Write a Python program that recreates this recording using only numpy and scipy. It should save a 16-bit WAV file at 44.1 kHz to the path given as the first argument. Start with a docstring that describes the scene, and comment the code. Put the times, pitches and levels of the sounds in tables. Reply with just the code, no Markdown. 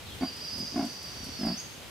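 """A faint outdoor hiss and rumble come first, with a far bird's falling chirp and ticking dry leaves.
Then a leopard saws: three low rasps, the last two each led by a softer indrawn rasp. Its slack vocal
folds flap slowly, and each flap excites the resonances of the long throat. A nearer bird in the
trees gives thin notes over a buzz that ends in a slurred whistle."""
import sys
import numpy as np
from scipy import signal
from scipy.fft import rfft, irfft
from scipy.io import wavfile
from scipy.ndimage import uniform_filter1d

SR = 44100
rng = np.random.default_rng(int(sys.argv[2]) if len(sys.argv) > 2 else 0)


def generate_wav(signal):
    """Clip the signal to [-1, 1] and save it as 16-bit WAV at the path in sys.argv[1]."""
    frames = np.transpose(np.atleast_2d(signal))
    scaled = np.clip(frames, -1, 1) * 32767
    pcm = np.round(scaled).astype(np.int16)
    wavfile.write(sys.argv[1], SR, pcm)


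N = 83790
T = np.arange(N) / SR
FREQS = np.fft.rfftfreq(N, 1 / SR)


def amp(db):
    """Amplitude ratio of a level; all levels here are relative."""
    return 10 ** (np.asarray(db) / 20)

def unit(x):
    """Normalisation to rms 1."""
    return x / np.sqrt(np.mean(x ** 2) + 1e-20)

def over_frequency(points):
    """Interpolation of (f/Hz, value) points on a logarithmic frequency axis."""
    hz, value = np.transpose(points)
    return np.interp(np.log(FREQS + 1), np.log(hz + 1), value)

def colour(x, gains):
    """Linear filtering by an (f/Hz, gain/dB) curve."""
    return irfft(rfft(x) * amp(over_frequency(gains)), N)

def wander(hz):
    """Random fluctuation: low-pass noise of rms 1."""
    return unit(irfft(rfft(rng.standard_normal(N)) * np.exp(-(FREQS / hz) ** 2), N))


# Coherence between the ears: f/Hz, coherence
COHERENCE = [(50, 1), (200, 0.48), (600, 0.45), (1500, 0.41), (4000, 0.17), (15000, 0.36)]

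def outdoor_noise(spectrum):
    """Partial coherence: the ears receive nearly the same noise only at long wavelengths."""
    left, independent = rfft(rng.standard_normal((2, N)))
    coherence = over_frequency(COHERENCE)
    right = coherence * left + np.sqrt(1 - coherence ** 2) * independent
    return unit(colour(irfft(np.array([left, right]), N), spectrum))

# Spectra of the hiss and the rumble: f/Hz, level/dB
HISS_SPECTRUM = [(20, -36), (70, -8), (130, 0), (200, -2), (330, -5), (520, -6.5), (1200, -10.5),
                 (2000, -11), (3100, -8.5), (4200, -12), (6300, -17), (10000, -20.5), (13500, -23),
                 (15700, -29)]
RUMBLE_SPECTRUM = [(15, -22), (35, -22), (55, -6), (85, -4.5), (120, -6), (190, -60), (500, -62)]
# Envelope of the rumble: t/s, level/dB
RUMBLE_ENVELOPE = [(0, -51.5), (.15, -49), (.38, -57.5), (.6, -49), (.95, -61), (1.27, -49.5), (1.7, -63.5),
                   (1.85, -56.5)]

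def background():
    """Amplitude-modulated noise: a faint hiss of foliage and an uneven distant rumble."""
    hiss = outdoor_noise(HISS_SPECTRUM) * amp(-44.93 + .5 * wander(6.6) + amp(-15) * wander(120))
    rumble = outdoor_noise(RUMBLE_SPECTRUM) * amp(np.interp(T, *np.transpose(RUMBLE_ENVELOPE)))
    return hiss + rumble


BUZZ_HZ, TRILL_HZ = 100, 160  # modulation rates

def warble(curve, rate_hz, swing_hz, wander_hz):
    """Frequency modulation: a tone shakes quickly about a (t/s, f/Hz, level/dB) curve."""
    times, hz, db = np.transpose(curve)
    shake = np.sin(2 * np.pi * np.cumsum(rate_hz * (1 + .14 * wander(63.3))) / SR)
    pitch = np.interp(T, times, hz) + swing_hz * shake + wander_hz * wander(148.2)
    gate = np.clip(np.minimum(T - times[0], times[-1] - T) / .0043, 0, 1)
    return np.sqrt(2) * gate * amp(np.interp(T, times, db)) * np.sin(2 * np.pi * np.cumsum(pitch) / SR)

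def echoes(x, t60):
    """Scattering from stems, fence and ground: an exponential decay, different at each ear."""
    t = T[:SR]
    taps = rng.standard_normal((2, SR)) * (rng.random((2, SR)) < .1)
    taps *= np.exp(-np.log(1000) * t / t60) * np.minimum(t / .0014, 1)
    taps = taps + .21 * taps[::-1]  # the ears share a part
    return signal.fftconvolve(x[None], taps / np.linalg.norm(taps[0]), axes=1)[:, :N]

def tree_echoes(song):
    """Reverberation among the trees, slightly stronger on the right."""
    return echoes(song, t60=.69) * amp([[-.5], [.5]])

# A falling chirp and its hoarse ending: t/s, f/Hz, level/dB
CHIRP_CURVE = [(.055, 4600, -50), (.076, 3800, -45.5), (.092, 3430, -52), (.118, 3220, -49),
               (.16, 3010, -55), (.175, 3030, -63)]
CHURR_CURVE = [(.21, 2400, -58), (.25, 2630, -58), (.278, 2753, -46.5), (.32, 2706, -66)]

def far_bird():
    """Direct-to-reverberant ratio: from far off, the echoes outweigh the call itself."""
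    call = warble(CHIRP_CURVE, TRILL_HZ, swing_hz=30, wander_hz=30.3)
    call += warble(CHURR_CURVE, TRILL_HZ, swing_hz=266, wander_hz=143)
    return amp(-8) * call + amp(-1) * tree_echoes(call)


# Ticks of dry leaves: t/s, level/dB
LEAF_TICKS = [(0.148, -56.5), (.366, -57), (.58, -53.5), (0.593, -58), (.851, -53), (1.028, -55),
              (1.243, -52), (1.259, -73), (1.46, -55.5), (1.6, -57.5)]
# Their spectrum: f/Hz, level/dB
LEAF_SPECTRUM = [(1000, -32), (3000, -19), (8000, 11.5), (13000, 6), (15000, 1), (16000, -12)]

def leaves(snap_s=.002, crumple_s=.017):
    """Noise transients with two exponential decays: each leaf snaps and crumples briefly."""
    envelope = np.zeros(N)
    for start, db in LEAF_TICKS:
        age = np.maximum(T - start, 0)
        envelope += (T >= start) * amp(db) * (np.exp(-age / snap_s) + amp(2) * np.exp(-age / crumple_s))
    grain = rng.standard_normal((2, N)) + 2.5 * rng.standard_normal(N)
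    return envelope * unit(colour(grain, LEAF_SPECTRUM)) * amp([[-1.5], [3]])


def vocal_folds(flap_times, strength, echo_s, turbulence, puff_s=.0065):
    """Glottal pulse source: each strike of the folds returns as a weaker echo about 4 ms later, and the folds
    release puffs of turbulent air."""
    pulses = np.zeros(N)
    for delay, gain in [(0, 1), (echo_s, amp(-4.5))]:
        pulses[np.clip(((flap_times + delay) * SR).astype(int), 0, N - 1)] += gain * strength
    puff = np.exp(-T[:SR // 20] / puff_s)
    air = signal.fftconvolve(pulses, puff / np.linalg.norm(puff))[:N] * rng.standard_normal(N)
    return (1 - turbulence) * pulses + turbulence * air

def resonate(x, hz, width_hz):
    """Double-pole resonance of gain 1, whose centre frequency can move."""
    carrier = np.exp(2j * np.pi * np.cumsum(hz * np.ones(N)) / SR)
    r = np.exp(-np.pi * width_hz / SR)
    return 2 * (carrier * signal.lfilter([(1 - r) ** 2], [1, -2 * r, r * r], x / carrier + 1e-18)).real

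# Upper throat formants, before each rasp scales them: f/Hz, bandwidth/Hz, gain/dB
FORMANTS = [(704.7, 111, -7), (779, 85, -16.5), (1050, 176, -20), (1446, 330, -25.5), (1686, 190, -28),
            (2170, 220, -27.5), (2680, 600, -35)]
# Soft thud under each flap: f/Hz, gain/dB
THUD_SPECTRUM = [(30, -46), (60, -20), (90, -16), (125, -28), (170, 1), (260, -38), (450, 5), (1500, -57)]
REST_HZ, LOW_WIDTH_HZ = 276, 139.4  # the lowest formant, likewise unscaled

def rasp(peak, rise, fall, db, rate, low_hz, upper_db, rise_power, fall_power, alternate_db, push_lag,
         tilt_db, damping, jitter, turbulence):
    """Source-filter principle: a swelling and fading train of slow flaps rings the throat."""
    k = np.arange(-12, 13)  # flaps, counted from the peak
    slip, shimmer, snap, late = rng.standard_normal((4, len(k)))
    spread = 1 + 12 * (k / rate) ** 2  # flaps space out away from the peak
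    flap_times = peak + (k + jitter * slip) / rate * spread
    arch = np.sin(np.pi / 2 * np.interp(T, [peak - rise, peak, peak + fall], [0, 1, 0]))
    effort = arch ** np.where(T < peak, rise_power, fall_power)
    strength = np.interp(flap_times, T, effort) * amp(.7 * shimmer - alternate_db * (k % 2))
    # the upper formants grow with the push of air
    bite = (np.interp(flap_times - push_lag, T, effort) + .075) ** .8 * amp(1.5 * snap)
    echo_s = .00388 * REST_HZ / low_hz * (1 + .16 * late)
    low_drive = vocal_folds(flap_times, strength, echo_s, turbulence)
    upper_drive = vocal_folds(flap_times, strength * bite, echo_s, turbulence=.5)
    sag = 1 - .13 * (1 - effort) + .05 * wander(34)  # the lowest formant sinks as effort falls
    voice = resonate(low_drive, low_hz * sag, LOW_WIDTH_HZ * damping)
    voice += amp(-25.5) * colour(low_drive, THUD_SPECTRUM)
    follow = (low_hz / REST_HZ) ** .33  # the upper formants shift a little with the lowest
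    for hz, width_hz, gain_db in FORMANTS:
        gain = amp(gain_db + upper_db + tilt_db * np.log2(hz / FORMANTS[0][0]))
        voice += gain * resonate(upper_drive, hz * follow, width_hz * damping)
    peak_rms = np.sqrt(uniform_filter1d(voice ** 2, size=1500).max())
    return amp(db) * voice / peak_rms

# Outward and indrawn rasps: peak t/s, rise/s, fall/s, level/dB, flap rate/Hz, lowest formant f/Hz,
# upper formant gain/dB, rise exponent, fall exponent, weakening of alternate flaps/dB,
# lag of the push of air/s, upper formant tilt/(dB per octave)
OUTWARD_RASPS = [(0.2198, .021, 0.054, -27.5, 89, 284.5, 1.5, .9, 1.64, -1, 0.00088, 1),
                 (.7915, .088, 0.096, -27.5, 61.5, 273.3, 1.5, 1.95, 1.36, 2, -0.0034, -0.8),
                 (1.483, 0.12, 0.059, -28.5, 59, 244.2, -2.5, 1.24, 1, -0.5, -0.0078, 1.5)]
INDRAWN_RASPS = [(.625, 0.21, 0.075, -40, 44.55, 232, -8.5, 2.6, 2.4, 0, 0.0042, 0),
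                 (1.2608, 0.19, 0.14, -45, 34.8, 247, -13, 1.5, 1.7, 0, 0, 0.0044)]

def leopard():
    """Phonation on both breaths: the indrawn rasps are more damped and more ragged."""
    voice = sum(rasp(*row, damping=.78, jitter=.035, turbulence=.22) for row in OUTWARD_RASPS)
    voice += sum(rasp(*row, damping=1.2, jitter=.074, turbulence=.35) for row in INDRAWN_RASPS)
    voice = signal.lfilter(*signal.butter(2, 46, "high", fs=SR), voice)  # the head radiates little bass
    return voice * amp([[-.3], [.3]]) + amp(-19.5) * echoes(voice, t60=.51)


# The near bird's buzz and the wide trill around it: t/s, f/Hz, level/dB
BUZZ_CURVE = [(.2, 4535, -59), (.33, 4667, -53), (.42, 4747, -47), (.55, 4780, -51), (.7, 4756, -48),
              (.82, 4680, -45.5), (1.1, 4710, -49.5), (1.21, 4612, -54.5), (1.36, 4520, -49.5),
              (1.55, 4380, -58)]
TRILL_CURVE = [(.2, 4966, -54), (.42, 5266, -50.5), (.66, 5496, -49), (.9, 5320, -50.5), (1.3, 5276, -48),
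               (1.5, 5130, -57), (1.56, 5200, -62)]

def bird_buzz():
    """Modulation sidebands: two rapidly shaken tones merge into a throbbing buzz."""
    buzz = warble(BUZZ_CURVE, BUZZ_HZ, swing_hz=155, wander_hz=69.9) * amp(wander(50))
    return buzz + warble(TRILL_CURVE, TRILL_HZ, swing_hz=762, wander_hz=131.1)

# Thin overlapping notes: start t/s, duration/s, f/Hz, glide/Hz, level/dB
BIRD_NOTES = [(0.206, 0.059, 4634, -5, -43.5), (0.24, 0.053, 4840, 8, -40.5), (0.293, 0.045, 4570, 0, -53),
              (.34, 0.099, 5034, 28, -44), (0.401, 0.091, 4940, -170, -41), (0.47, 0.12, 4610, 19.5, -44),
              (0.492, 0.088, 5020, 15, -41), (.585, 0.04, 5020, 4, -39.5), (0.598, 0.054, 4766, 150, -42.5),
              (0.649, 0.083, 5100, 6, -44), (0.755, 0.15, 5076, 19.5, -46), (0.827, .055, 6030, -13, -51),
              (1.035, .035, 4793, 54, -41), (1.158, 0.032, 4600, 11, -47.5), (1.224, 0.029, 4550, 0, -43),
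              (1.33, 0.039, 4510, -3, -45), (1.452, 0.096, 5214, -32, -44)]

def bird_notes():
    """Nearly pure tones: each swells and fades along a linear glide."""
    notes = np.zeros(N)
    for start, length, hz, glide, db in BIRD_NOTES:
        curve = [(start, hz, db - 4), (start + length / 2, hz + glide / 2, db),
                 (start + length, hz + glide, db - 4)]
        notes += warble(curve, BUZZ_HZ, swing_hz=0, wander_hz=16)
    return notes

# The closing slur and its hoarse upward flick: t/s, f/Hz, level/dB
SLUR_CURVE = [(1.362, 4930, -53), (1.39, 5190, -43), (1.415, 5220, -39), (1.436, 4994, -38),
              (1.485, 4620, -35), (1.508, 4590, -41), (1.538, 4707, -39.5), (1.555, 4690, -51),
              (1.6, 4770, -51)]
FLICK_CURVE = [(1.556, 5260, -50), (1.578, 6060, -39), (1.588, 6280, -39.5), (1.602, 6570, -36),
               (1.618, 6550, -67)]

def bird_whistle():
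    """Frequency glides: a clear slur, then a flick roughened by deeper modulation."""
    slur = warble(SLUR_CURVE, BUZZ_HZ, swing_hz=30, wander_hz=21.7)
    return slur + warble(FLICK_CURVE, TRILL_HZ, swing_hz=70, wander_hz=70.4)

def near_bird(left_lag_s=28e-6):
    """Interaural differences: song from the right reaches the left ear later and weaker."""
    buzz, notes, whistle = bird_buzz(), bird_notes(), bird_whistle()
    direct = amp(-4.5) * buzz + amp(-2) * notes + amp(-2.5) * whistle
    ears = np.array([np.interp(T - left_lag_s, T, direct), direct]) * amp([[-3.5], [2]])
    return ears + tree_echoes(buzz + notes + amp(-4) * whistle)


def scene():
    """Superposition of the sources at the two ears."""
    return background() + far_bird() + leaves() + leopard() + near_bird()

def record(dry):
    """Band limiting: a steep low-pass at 15.7 kHz."""
    low_pass = signal.firwin(511, 15700, window=("kaiser", 9), fs=SR)
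    return signal.oaconvolve(dry, low_pass[None], "same")


dry = scene()
out = record(dry)
generate_wav(out)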